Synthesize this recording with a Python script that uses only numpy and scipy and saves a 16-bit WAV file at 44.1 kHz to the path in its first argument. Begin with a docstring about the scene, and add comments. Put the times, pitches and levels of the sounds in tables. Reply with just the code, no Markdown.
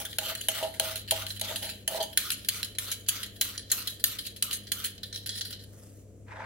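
"""A fridge hums in a kitchen throughout. From the start, close to a two-port microphone, a hand peeler
shaves a raw carrot in quick strokes: the loose swivel blade clacks as it bites, hisses along the wet
flesh and rattles on the way back. For the first 2 s the carrot tip drags and bumps on a wooden board,
which drones along. The cuts end near 4.9 s and the peeler is shaken in the air. From 5.6 s leaves and
peelings settle; near 6.3 s a palm starts to sweep them together."""
import sys
import numpy as np
from scipy import signal
from scipy.fft import rfft, irfft, next_fast_len
from scipy.io import wavfile
from scipy.ndimage import uniform_filter1d, map_coordinates

SR = 44100
rng = np.random.default_rng(int(sys.argv[2]) if len(sys.argv) > 2 else 0)


def bounce(signal):
    """Save signal as a 16-bit WAV file at the path given by the first command-line argument."""
    frames = np.transpose(np.atleast_2d(signal))
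    limited = np.clip(frames, -1, 1)
    pcm = np.round(limited * 32767).astype(np.int16)
    wavfile.write(sys.argv[1], SR, pcm)


N = 284533

# Table levels are relative, ahead of filters and mix gains.
HUM_TONES = [(49, -65.5), (68, -59.5), (100, -50.5), (201, -59)]  # compressor: pitch_hz, level_db
RUMBLE_COLOUR = [(15, -39), (25, -12.5), (108, -3), (161, -8), (206, -6), (309, -6.5), (363, -12),
                 (451, -7.5), (677, -16.5), (818, -32.5), (4490, -41.5), (7110, -31), (16000, -45.5)]  # room rumble: freq_hz, gain_db
RUMBLE_LIKENESS = [(50, 1), (300, 0.85), (1000, 0.42), (4000, 0.23)]  # left against right: freq_hz, correlation
WORK_LIKENESS = [(800, 0.21), (2000, 0.82), (5000, 0.15), (12000, 0.077)]  # cuts and peeler, left against right: freq_hz, correlation
ROOM_DECAY = [(400, 0.41), (3000, 0.5), (12000, 0.043)]  # kitchen echo: freq_hz, t60_s

# cuts: start_s, length_s, shaving_start_db, shaving_end_db, sizzle_start_db
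STROKES = [(-0.05, 0.072, -42.5, -40.5, -40.5), (0.185, 0.12, -43, -37.5, -41),
           (0.488, 0.12, -39.5, -37.5, -39.5), (0.798, 0.12, -41, -37.5, -40), (1.112, 0.11, -39, -40, -38),
           (1.418, 0.097, -41.5, -37.5, -47), (1.881, 0.098, -46, -38.5, -40.5),
           (2.175, 0.13, -38, -47, -31), (2.486, 0.11, -43.5, -40.5, -36.5), (2.785, 0.12, -43, -42, -37.5),
           (3.073, 0.14, -44, -42, -40), (3.404, 0.15, -39.5, -50.5, -30.5), (3.718, 0.12, -40, -44, -32),
           (4.047, 0.11, -42, -46, -31), (4.425, 0.087, -46.5, -48.5, -34.5),
           (4.712, 0.13, -45, -48.5, -34)]
# cut spectra, broad as the flesh damps the steel: freq_hz, gain_db
SHAVING_COLOUR = [(1500, -28.5), (2200, -17), (3000, -7.5), (3600, -8), (4100, -8), (5200, -15.5),
                  (6500, -19.5), (8000, -53)]
RASP_COLOUR = [(800, -32), (1150, -10), (1400, -3.5), (1900, -8.5), (2400, -20), (3000, -66)]
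SIZZLE_COLOUR = [(4500, -33.5), (6200, -11), (7800, -7.5), (10300, -4), (12500, -2), (14600, -9.5),
                 (15300, -3), (16200, -11.5)]

DRAGS = [(-0.01, 0.039, -37.5, -50), (0.2, 0.11, -51.5, -47), (0.51, 0.14, -56, -39),
         (0.815, 0.12, -48, -52.5), (1.14, 0.14, -44, -65.5), (1.43, 0.1, -56.5, -47.5),
         (1.61, 0.054, -58, -48), (1.895, 0.019, -55.5, -45.5), (1.955, 0.054, -35.5, -38.5),
         (6.285, 0.19, -61, -47)]  # tip on the board, last row the palm: start_s, length_s, start_db, end_db
BUMPS = [(0.186, -38), (0.487, -33), (0.627, -27.5), (0.801, -31.5), (1.121, -27), (1.416, -39.5),
         (1.521, -38.5), (1.882, -38.5), (1.922, -38), (1.947, -31.5)]  # tip hitting the board: start_s, level_db
BOARD_MODES = [(410, 50, -13), (545, 45, -7), (641, 22, 0), (808, 32, -5), (900, 60, -11)]  # wood resonances: freq_hz, width_hz, gain_db
# soft contact on the wood: freq_hz, gain_db
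CONTACT_COLOUR = [(300, -12), (480, -2.5), (650, 2.5), (900, -3), (1100, -14.5), (1300, -17)]

CLACKS = [(0.0506, -27.5, -1, 0.073), (0.1286, -30.5, -8, 0.052), (0.1847, -10.5, -3, .023),
          (0.3508, -24.5, -2, 0.045), (0.4092, -31, 2, 0.054), (0.4845, -14, 0, 0.039),
          (0.626, -29, -3.5, 0.17), (0.7396, -35.5, -2, 0.14), (0.797, -14, 1, 0.021),
          (0.956, -25.5, -1.5, 0.1), (1.076, -32, -10, 0.23), (1.1089, -14.5, -1, 0.056),
          (1.2656, -16, -9, 0.026), (1.304, -16.5, -35, .03), (1.3628, -31, -8, 0.1),
          (1.395, -26, -3.5, 0.045), (1.412, -17.5, -3, 0.038), (1.5586, -20.5, -6, 0.056),
          (1.621, -28, -4, 0.36), (1.691, -22.5, -10.5, 0.086), (1.8766, -15, -1.5, 0.042),
          (2.0022, -20, -16, 0.11), (2.026, -28.5, 2.5, 0.075), (2.129, -31, -9, 0.056),
          (2.1734, -7, -2.5, 0.026), (2.3035, -7.5, -7.5, 0.017), (2.3164, -20.5, 0, 0.087),
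          (2.4466, -30, -8, 0.054), (2.486, -11, -2.5, .035), (2.6296, -13, -11.5, 0.03),
          (2.6448, -25.5, -1, 0.05), (2.7501, -33, -19, 0.056), (2.7849, -15.5, -1, 0.031),
          (2.9015, -30, -6.5, 0.087), (2.9152, -20.5, -1.5, 0.096), (3.0626, -33.5, -19, 0.047),
          (3.0857, -16.5, 3.5, 0.06), (3.2305, -21, -8.5, 0.067), (3.261, -33.5, -1, .05),
          (3.356, -40, -5, 0.17), (3.4114, -10, -0.5, 0.051), (3.577, -16.5, -20.5, 0.032),
          (3.593, -25.5, -18.5, 0.044), (3.7, -23, -17.5, 0.089), (3.7161, -13.5, 0, 0.047),
          (3.8723, -18, -6.5, 0.079), (3.996, -33.5, -7, 0.11), (4.04, -10, 0, 0.038),
          (4.186, -20.5, -9, 0.061), (4.251, -27.5, -9.5, 0.073), (4.265, -26, -3, 0.086),
          (4.362, -34, -4.5, 0.089), (4.4241, -7.5, -2.5, 0.024), (4.5075, -24.5, -5.5, 0.14),
          (4.5274, -27.5, 3.5, 0.17), (4.6692, -30.5, -17.5, 0.088), (4.7178, -11.5, -2.5, .03),
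          (4.8406, -20.5, -1.5, 0.14), (4.979, -30.5, -19, .04), (5.0315, -22, -12.5, 0.072),
          (5.127, -19, -36, 0.034), (5.1592, -18.5, -29, 0.032), (5.1753, -29, -10, 0.059),
          (5.2595, -25, -7, .12), (5.292, -18, -27, 0.057), (5.3543, -30, -7.5, 0.13),
          (5.374, -28, -8.5, 0.023), (5.4095, -15.5, -21, 0.065), (5.449, -27.5, -10, 0.15),
          (5.505, -30.5, -6, .083), (5.526, -23.5, -18.5, 0.087), (5.638, -33.5, -9, .04)]  # blade contacts: start_s, level_db, treble_offset_db, t60_s
# frame's share of a clack as the grip shifts: time_s, offset_db
FRAME_SHARE = [(0, -1), (2.0, -6), (3.2, -7), (3.8, -11), (4.8, -5.5), (5.15, -11), (5.6, -9.5)]
# free blade shivering: start_s, length_s, buzz_db, treble_db, fade_db
SHIVERS = [(0.07, .1, -50.5, -47.5, 4), (0.377, .1, -46.5, -45.5, 1), (0.64, 0.17, -50, -47.5, 9.5),
           (0.977, 0.09, -51, -51, 7.5), (1.276, 0.1, -46, -43, 5.5), (1.563, .28, -45.5, -41, 24.5),
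           (2.029, 0.14, -55.5, -48.5, 8), (2.335, 0.16, -46.5, -45, 14), (2.65, .11, -53, -44, 20.5),
           (2.94, 0.11, -54, -46.5, 12.5), (3.233, 0.16, -62, -55.5, 8.5), (3.604, 0.14, -52.5, -63, 7.5),
           (3.9, 0.11, -43, -39.5, 26.5), (4.195, 0.22, -48.5, -46, 14.5), (4.552, 0.17, -56.5, -56, 4.5),
           (4.875, .15, -52, -46.5, 23), (5.05, .065, -52, -53, 8.5), (5.145, 0.1, -40.5, -46, 15),
           (5.302, 0.1, -44.5, -55.5, -5), (5.437, 0.14, -46, -51, 8), (5.596, 0.049, -53, -60, 1.5)]
# broad spectra of plastic frame, blade and cutting edge: freq_hz, gain_db
FRAME_COLOUR = [(1000, -34), (1400, -6.5), (2400, -6), (3200, -0.5), (4200, -40)]
BLADE_COLOUR = [(1400, -28), (1800, -23.5), (2800, -21), (3800, -4), (4600, -6), (6200, -6), (8000, -9),
                (12000, -25.5)]
EDGE_COLOUR = [(4500, -34), (6200, -0.5), (7800, -5.5), (10000, -6), (12500, -3.5), (14500, -18.5)]
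# their resonances: freq_hz, width_hz, gain_db
FRAME_MODES = [(1642, 80, 4), (3040, 200, 9), (3550, 280, 16)]
BLADE_MODES = [(1810, 45, 24), (3320, 110, 13), (3900, 55, 6), (4030, 45, 13), (4190, 45, 13),
               (4670, 50, 8), (9885, 18, 23), (10230, 35, 21)]
EDGE_MODES = [(7030, 60, 0.72), (9170, 140, 1.6), (9800, 180, 3.6), (10380, 78, 11.4), (10720, 65, 9.5),
              (11530, 80, 6.4), (15500, 460, 12)]

RUSTLE_LEVELS = [(5.6, -70), (5.72, -59), (5.86, -56), (6.0, -63.5), (6.2, -91)]  # leaves and peelings settling: time_s, level_db
RUSTLE_COLOUR = [(1500, -23), (4000, -25.5), (6500, -19), (11000, -18), (16000, -25)]  # their spectrum: freq_hz, gain_db
SWEEP_LEVELS = [(6.24, -106.5), (6.285, -59), (6.45, -49.5)]  # palm pushing peelings over wood: time_s, level_db
SWEEP_COLOUR = [(410, -62.5), (700, -30.5), (905, -13), (1060, -20.5), (2340, -24.5), (2960, -36),
                (9000, -51), (11700, -97.5), (19800, -120)]  # its spectrum: freq_hz, gain_db


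def amp(db):
    """Decibels to gain."""
    return 10 ** (np.asarray(db) / 20)


def unit_rms(x):
    """Scale to rms 1."""
    return x / np.sqrt(np.mean(x ** 2) + 1e-20)


def at_hz(points, hz):
    """Interpolate (freq_hz, value) on a log axis."""
    freq_hz, values = np.transpose(points)
    return np.interp(np.log(hz + 1), np.log(freq_hz + 1), values)


def envelope(points):
    """Gain per sample from (time_s, level_db); the end levels hold outside."""
    return amp(np.interp(np.arange(N) / SR, *np.transpose(points)))


def ramps(rows, rise_s, fall_db_per_s):
    """Gain from (start_s, length_s, start_db, end_db): rise, straight dB slope, fall."""
    t, power = np.arange(N) / SR, np.zeros(N)
    for start_s, length_s, start_db, end_db in rows:
        end_s = start_s + length_s
        knots_s = [start_s - rise_s, start_s, end_s, end_s + 60 / fall_db_per_s]
        knots_db = [start_db - 40, start_db, end_db, end_db - 60]
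        power += amp(np.interp(t, knots_s, knots_db, -200, -200)) ** 2
    return np.sqrt(power)


def wobble(rate_hz):
    """Smooth curve through random knots."""
    knots = rng.standard_normal(int(N * rate_hz / SR) + 4)
    return map_coordinates(knots, [np.arange(N) * rate_hz / SR])


def filtered(x, response):
    """Apply a complex frequency response."""
    size = 2 * next_fast_len(N // 2 + SR // 4)
    return irfft(rfft(x, size) * response(np.fft.rfftfreq(size, 1 / SR)), size)[..., :N]


def ringing(modes, hz):
    """Summed response of causal resonances."""
    return sum(amp(db) * 1j * hz * width_hz / (mode_hz ** 2 - hz ** 2 + 1j * hz * width_hz)
               for mode_hz, width_hz, db in modes)


def body(colour, modes=()):
    """Causal response of mean power 1: broad colour plus resonances."""
    def response(hz):
        cepstrum = irfft(np.log(amp(at_hz(colour, hz))))
        cepstrum[1:len(hz) - 1] *= 2  # fold to minimum phase
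        cepstrum[len(hz):] = 0
        whole = np.exp(rfft(cepstrum)) * (1 + ringing(modes, hz))
        return whole / unit_scale(whole)

    def unit_scale(spectrum):
        return np.sqrt(np.mean(np.abs(spectrum) ** 2))
    return response


def stereo(pair, likeness):
    """Mix two unrelated signals to left and right of a given correlation."""
    def weights(hz):
        angle_rad = np.arccos(np.clip(at_hz(likeness, hz), -1, 1)) / 2
        return np.array([np.cos(angle_rad), np.sin(angle_rad)])
    mid, side = filtered(pair, weights)
    return np.array([mid + side, mid - side])


def grainy_noise(likeness, grain_db, lump_db, patch_db):
    """Stereo noise with fast grains, slower lumps and shifting patches of colour."""
    spectra = signal.stft(rng.standard_normal((2, N)), nperseg=512)[2]
    patches = uniform_filter1d(rng.standard_normal(spectra.shape[1:]), size=6, axis=0)
    patches = unit_rms(uniform_filter1d(patches, size=10, axis=1))
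    pair = signal.istft(spectra * amp(patch_db * patches), nperseg=512)[1][:, :N]
    grains = amp(grain_db * wobble(900) + lump_db * wobble(60))
    return unit_rms(grains * stereo(pair, likeness))


def fridge():
    """Wavering compressor tones over room rumble."""
    t = np.arange(N) / SR
    hum = sum(amp(db + 2.7 * wobble(2)) * np.sin(2 * np.pi * pitch_hz * t + 0.89 * wobble(5))
              for pitch_hz, db in HUM_TONES)
    noise = stereo(rng.standard_normal((2, N)), RUMBLE_LIKENESS)
    rumble = filtered(noise, lambda hz: amp(at_hz(RUMBLE_COLOUR, hz)))
    return hum * amp([[1.6], [-1.6]]) + amp(-54.5) * unit_rms(rumble)


def cuts(bite_s=0.0099, release_db_per_s=326):
    """The edge digs in, tears wet fibres and slides off the tip."""
    tearing = grainy_noise(WORK_LIKENESS, grain_db=2.2, lump_db=1.5, patch_db=3)
    start_s, length_s, start_db, end_db, sizzle_db = np.transpose(STROKES)
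    layers = [(SHAVING_COLOUR, start_db, end_db),
              (RASP_COLOUR, start_db - 11.5, end_db - 5),
              (SIZZLE_COLOUR, sizzle_db, end_db)]
    sound = np.zeros((2, N))
    for colour, from_db, to_db in layers:
        rows = zip(start_s + bite_s, length_s - bite_s, from_db, to_db)
        sound += filtered(ramps(rows, bite_s, release_db_per_s) * tearing, body(colour))
    return sound


def kitchen_echo(x):
    """Room tail; each frequency dies at its own rate."""
    hz, t, spectra = signal.stft(rng.standard_normal((2, SR // 2)), SR, nperseg=256)
    decay = amp(-60 * t / at_hz(ROOM_DECAY, hz)[:, None])
    tail = signal.istft(spectra * decay, SR, nperseg=256)[1]
    return signal.fftconvolve(x, tail / np.linalg.norm(tail[0]), axes=1)[:, :N]


def board():
    """Stuttering drags and bumps ring the board's low modes."""
    stutter = unit_rms(amp(3.9 * wobble(70)) * rng.standard_normal((2, N)))
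    force = amp(6.5) * ramps(DRAGS, rise_s=0.011, fall_db_per_s=351) * stutter
    for start_s, level_db in BUMPS:
        force[0, round(start_s * SR)] += amp(level_db + 27)  # row 0 becomes the mid signal
    contact = filtered(stereo(force, likeness=[(600, 0.78)]), body(CONTACT_COLOUR))
    drone = filtered(contact, lambda hz: ringing(BOARD_MODES, hz))
    return amp(9) * drone * amp([[-0.8], [0.8]])


def clacks(contact_t60_s=0.004):
    """Hard contact, then the blade chatters in its seat: envelopes for frame, blade, edge."""
    drive = np.zeros((3, N + SR))
    t = np.arange(SR // 4) / SR
    for start_s, level_db, treble_db, t60_s in CLACKS:
        # dull clacks stir the frame less
        frame_db = np.interp(start_s, *np.transpose(FRAME_SHARE)) + 0.28 * treble_db
        gains = amp(level_db + np.array([[frame_db - 4], [-8.5], [treble_db - 2]]))
        rise_s = 0.00051 + 0.014 * max(t60_s - 0.06, 0)  # long chatter starts softer
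        attack = 1 - np.exp(-t / rise_s)
        contact = amp(-3.5 - 60 * t / contact_t60_s)
        chatter = amp(-60 * t / t60_s)
        onset = round(start_s * SR)
        drive[:, onset:onset + len(t)] += gains * attack * (contact + chatter)
    return drive[:, :N]


def shivers():
    """The free blade rattles between and after cuts: envelopes for frame, blade, edge."""
    start_s, length_s, buzz_db, treble_db, fade_db = np.transpose(SHIVERS)
    buzz, treble = (ramps(zip(start_s, length_s, db, db - fade_db), rise_s=0.04, fall_db_per_s=4000)
                    for db in (buzz_db, treble_db))
    flicker = unit_rms(amp(1.5 * wobble(45)))
    return np.array([amp(-14) * buzz, buzz, treble]) * flicker


def peeler():
    """Clacks and shivers ring the frame, the blade and its edge."""
    drives = np.hypot(clacks(), shivers())
    rattle = grainy_noise(WORK_LIKENESS, grain_db=2.5, lump_db=0.67, patch_db=2.5)
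    parts = [body(FRAME_COLOUR, FRAME_MODES), body(BLADE_COLOUR, BLADE_MODES),
             body(EDGE_COLOUR, EDGE_MODES)]
    return sum(filtered(drive * rattle, part) for drive, part in zip(drives, parts))


def peelings():
    """A faint rustle swells as they settle; the palm then pushes them with a dull, grainy rub."""
    grain = grainy_noise([(1000, 0.6)], grain_db=2, lump_db=2.2, patch_db=2.5)
    rustle = filtered(envelope(RUSTLE_LEVELS) * grain, body(RUSTLE_COLOUR))
    touch_s = SWEEP_LEVELS[0][0] - 0.01
    push = amp(7) * envelope([(touch_s, -120), *SWEEP_LEVELS])
    return rustle + filtered(push * grain, body(SWEEP_COLOUR))


def scene():
    """Near sources, their echo, the fridge."""
    near = cuts() + peeler() + board() + peelings()
    return near + amp(-12) * kitchen_echo(near) + fridge()


def record(dry, left_lag_s=50e-6, top_hz=15850):
    """Band-limited microphone; the left port lies slightly further off."""
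    return filtered(dry, lambda hz: np.exp(-2j * np.pi * np.outer([left_lag_s, 0], hz)) * (hz < top_hz))


dry = scene()
out = record(dry)
bounce(out)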